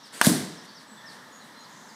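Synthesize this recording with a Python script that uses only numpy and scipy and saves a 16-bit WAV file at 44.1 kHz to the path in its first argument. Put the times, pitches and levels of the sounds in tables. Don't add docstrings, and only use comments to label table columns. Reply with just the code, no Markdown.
import sys
import numpy as np
from scipy import signal
from scipy.fft import rfft, irfft
from scipy.io import wavfile
from scipy.ndimage import uniform_filter1d

SR = 44100
rng = np.random.default_rng(int(sys.argv[2]) if len(sys.argv) > 2 else 0)


def transcribe(signal):
    frames = np.atleast_2d(signal).T
    limited = np.clip(frames, -1, 1)
    pcm = np.round(limited * 32767).astype(np.int16)
    wavfile.write(sys.argv[1], SR, pcm)


N = 85995
CONTACT_S = .00025
# frequency in Hz, relative density in dB.
HISS_SPECTRUM = [(60, -17), (300, 2), (900, -4), (1400, -4), (1950, 1), (2600, -10.5), (3600, -2.5),
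                 (5000, -1), (6600, -2.5), (8800, 3.5), (11500, -3), (15000, -12.5)]


def undb(db):
    return 10 ** (np.asarray(db) / 20)


def clock():
    return np.arange(N) / SR


def colour(x, spectrum):
    hz, db = np.array(sorted(spectrum)).T
    bins_hz = np.maximum(np.arange(N // 2 + 1) * SR / N, 1)
    gain = undb(np.interp(np.log(bins_hz), np.log(hz), db))
    shaped = irfft(rfft(x) * gain, N)
    return shaped / np.std(shaped)


def noise(spectrum):
    return colour(rng.standard_normal(N), spectrum)


def fade(start_s, t60_s):
    age_s = clock() - start_s
    return (age_s >= 0) * np.exp(-np.log(1000) * np.maximum(age_s, 0) / t60_s)


def swell(start_s, rise_s, hold_s, t60_s):
    age_s = clock() - start_s
    decay = np.exp(-np.log(1000) * np.maximum(age_s - rise_s - hold_s, 0) / t60_s)
    return np.clip(age_s / rise_s, 0, 1) * decay


def ring(start_s, hz, rise_s, t60_s):
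    return -np.sin(2 * np.pi * hz * (clock() - start_s)) * swell(start_s, rise_s, 0, t60_s)


def wander(rate_hz):
    width = max(int(SR / rate_hz), 1)
    smooth = uniform_filter1d(uniform_filter1d(rng.standard_normal(N), width), width)
    return smooth / np.std(smooth)


def field():
    # frequency in Hz, relative density in dB.
    rush_spectrum = [(18, -70), (30, -36), (43, -31), (77, -28), (108, -12), (230, -0.5), (359, -9.5),
                     (467, -9), (787, -9), (897, -3), (1510, -9), (1770, -4.5), (2550, -23), (4090, -17),
                     (5310, -25), (7080, -25.5), (7650, -22.5), (14300, -33), (15500, -36)]
    # time in seconds, level offset in dB.
    rush_trend = [(0, -1.5), (.8, -1), (1.15, 1.5), (1.5, 0), (1.95, 0.5)]
    level_db = -49.5 + np.interp(clock(), *np.array(rush_trend).T) + .5 * wander(rate_hz=6)
    return undb(level_db) * noise(rush_spectrum)


def birds():
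    # start and length in seconds, first and last pitch in Hz, level in dB, waver fraction.
    notes = [(.028, .045, 5900, 4200, -49.5, .014), (.135, .022, 4500, 5000, -47, .01),
             (.57, .038, 6100, 4600, -51, .02), (.665, .06, 4400, 4520, -54, .005),
             (.682, .022, 4500, 5100, -51, .01), (.747, .06, 6200, 3800, -49.5, .015),
             (.87, .13, 8000, 7800, -55.5, .016), (.96, .07, 3650, 3500, -57, .025),
             (.975, .15, 1795, 1830, -49, .012), (1.054, .07, 5850, 3800, -46.5, .012),
             (1.32, .09, 6750, 6700, -55.5, .018), (1.398, .045, 4300, 3750, -55, .015),
             (1.545, .12, 4105, 4100, -58, .001), (1.588, .052, 6780, 6680, -61, .008),
             (1.637, .03, 5300, 4000, -52.5, .015), (1.884, .034, 5600, 4200, -52.5, .012)]
    # frequency in Hz, relative density in dB.
    chorus_spectrum = [(1500, -32), (2800, -5), (3500, 3), (4600, -2), (5800, -0.5), (7000, -14),
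                       (9000, -26), (15000, -41)]
    # time in seconds, level in dB.
    chorus_levels = [(0, -56), (.55, -53.5), (.82, -58.5), (.95, -59.5), (1.17, -56), (1.32, -61),
                     (1.55, -59), (1.75, -58), (1.95, -63.5)]
    t = clock()
    song = twitter()
    for start_s, length_s, from_hz, to_hz, db, waver in notes:
        progress = np.clip((t - start_s) / length_s, 0, 1)
        hz = from_hz * (to_hz / from_hz) ** progress * (1 + waver * wander(rate_hz=367))
        skewed = np.interp(progress, [0, .28, 1], [0, .5, 1])
        envelope = np.abs(np.sin(np.pi * skewed)) ** .46
        song += undb(db) * envelope * np.sin(2 * np.pi * np.cumsum(hz) / SR)
    trees = rng.standard_normal(N) * fade(0, t60_s=.35)
    echo = signal.fftconvolve(song, trees / np.linalg.norm(trees))[:N]
    chorus = noise(chorus_spectrum) * undb(np.interp(t, *np.array(chorus_levels).T))
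    return song + undb(-1) * echo + chorus


def batter():
    # frequency in Hz, relative density in dB.
    scuff_spectrum = [(60, -36), (200, -7), (800, -6), (1800, -3), (2600, -7.5), (3600, -7.5),
                      (6000, -11.5), (8400, -4), (11000, -12.5), (15000, -25)]
    # start in seconds, length in seconds, level in dB.
    rustles = [(0.039, 0.057, -56), (0.633, 0.038, -55.5), (0.777, 0.077, -58), (1.08, .11, -55.5),
               (1.386, 0.16, -59.5)]
    envelope = undb(-42.5) * swell(start_s=.12, rise_s=.023, hold_s=.075, t60_s=.034)
    for start_s, length_s, db in rustles:
        progress = np.clip((clock() - start_s) / length_s, 0, 1)
        envelope += undb(db) * np.sin(np.pi * progress)
    return envelope * noise(scuff_spectrum)


def bat():
    # frequency in Hz, relative level in dB, T60 in seconds.
    modes = [(398, -43, 0.004), (712, -26.5, 0.069), (1009, -14.5, 0.013), (1500, 3.5, .0038),
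             (1690, -24, 0.018), (1910, -8.5, 0.0048), (3005, -23.5, 0.013), (6170, -19, 0.011),
             (8420, -9.5, 0.0054)]
    # frequency in Hz, relative density in dB.
    scatter_spectrum = [(60, -24), (200, 4), (600, -4.5), (1000, 3), (1600, 1.5), (2050, -14), (2500, -4.5),
                        (3200, -5.5), (5000, -9), (15000, -22.5)]
    hit_s = .2138
    wood = sum(undb(db) * ring(hit_s, hz, CONTACT_S, t60_s) for hz, db, t60_s in modes)
    tick = undb(-5) * noise(HISS_SPECTRUM) * fade(hit_s, t60_s=.004)
    near_tail = undb(-17) * fade(hit_s, t60_s=.043)
    far_tail = undb(-31) * fade(hit_s, t60_s=.71)
    return undb(3.5) * wood + tick + (near_tail + far_tail) * noise(scatter_spectrum)


def netting():
    knots_per_s, spread_db, split_hz = 30000, 1.1, 6300
    start_s, rise_s, hold_s = .22, .038, .0065
    sizes = undb(spread_db * np.minimum(rng.exponential(size=N), 4))
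    rubs = rng.random(N) < knots_per_s / SR
    hiss = colour(rubs * sizes * rng.standard_normal(N), HISS_SPECTRUM)
    low = signal.sosfiltfilt(signal.butter(2, split_hz, fs=SR, output="sos"), hiss)
    body = low * swell(start_s, rise_s, hold_s, t60_s=.74)
    treble = (hiss - low) * swell(start_s, rise_s, hold_s, t60_s=.41)
    return undb(-21) * (body + treble)


def cords():
    # start in seconds, ring level in dB, click level relative to the ring in dB.
    snaps = [(.2431, -18, -4), (.2472, -16, 4), (.2497, -20, -4), (.2588, -17, -6), (.2676, -22, 14.5)]
    # frequency in Hz, relative density in dB.
    click_spectrum = [(100, -16), (400, -6), (1500, -8), (4000, -4), (7000, 0), (11000, -1), (15000, -6),
                      (18000, -30)]
    click_noise = noise(click_spectrum)
    sound = np.zeros(N)
    for start_s, db, click_db in snaps:
        cord = ring(start_s, hz=1600, rise_s=CONTACT_S, t60_s=.012)
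        click = undb(click_db) * click_noise * fade(start_s, t60_s=.005)
        sound += undb(db) * (cord + click)
    return sound


def sheet():
    # start in seconds, pitch in Hz, level before the bass cut in dB, rise and T60 in seconds.
    flaps = [(.2672, 630, -14, .0006, .033), (.2699, 208, -2, .0035, .03), (.2815, 175, -19, .002, .08),
             (.2915, 305, -14, .007, .12), (.3125, 245, -17, .003, .08), (.346, 262, -25, .005, .13),
             (.373, 235, -26, .006, .12), (.427, 188, -30, .004, .12)]
    # frequency in Hz, relative density in dB.
    flutter_spectrum = [(40, -42), (90, -12), (125, -4.5), (165, 4), (240, -3), (300, -1), (380, -5.5),
                        (480, -8.5), (560, -18), (720, -11.5), (1000, -43), (2500, -51)]
    cut_hz = 119
    thumps = np.zeros(N)
    for start_s, hz, db, rise_s, t60_s in flaps:
        overtone = undb(-25.5) * ring(start_s, 1.6 * hz, rise_s, t60_s)
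        thumps += undb(db) * (ring(start_s, hz, rise_s, t60_s) + overtone)
    envelope = swell(start_s=.266, rise_s=.0076, hold_s=0, t60_s=.68)
    flutter = undb(-22) * envelope * noise(flutter_spectrum)
    return signal.sosfilt(signal.butter(2, cut_hz, "high", fs=SR, output="sos"), thumps + flutter)


def steps():
    # start in seconds, level in dB.
    footfalls = [(.91, -46), (1.692, -50)]
    return sum(undb(db) * ring(start_s, hz=218, rise_s=.012, t60_s=.12) for start_s, db in footfalls)


def twitter():
    start_s, rise_s, dart_hz = 1.64, .09, 1200
    hz = 6600 * (1 + .09 * wander(dart_hz))
    envelope = np.clip((clock() - start_s) / rise_s, 0, 1) * wander(dart_hz)
    return undb(-59.5) * envelope * np.sin(2 * np.pi * np.cumsum(hz) / SR)


def scene():
    return (bat() + batter() + steps() + netting() + cords() + sheet() + birds() + field())[None]


def record(dry):
    ceiling, knee, top_hz = .68, 5, 15500
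    clipped = dry / (1 + np.abs(dry / ceiling) ** knee) ** (1 / knee)
    return signal.sosfilt(signal.ellip(10, .2, 80, top_hz, fs=SR, output="sos"), clipped)


dry = scene()
out = record(dry)
transcribe(out)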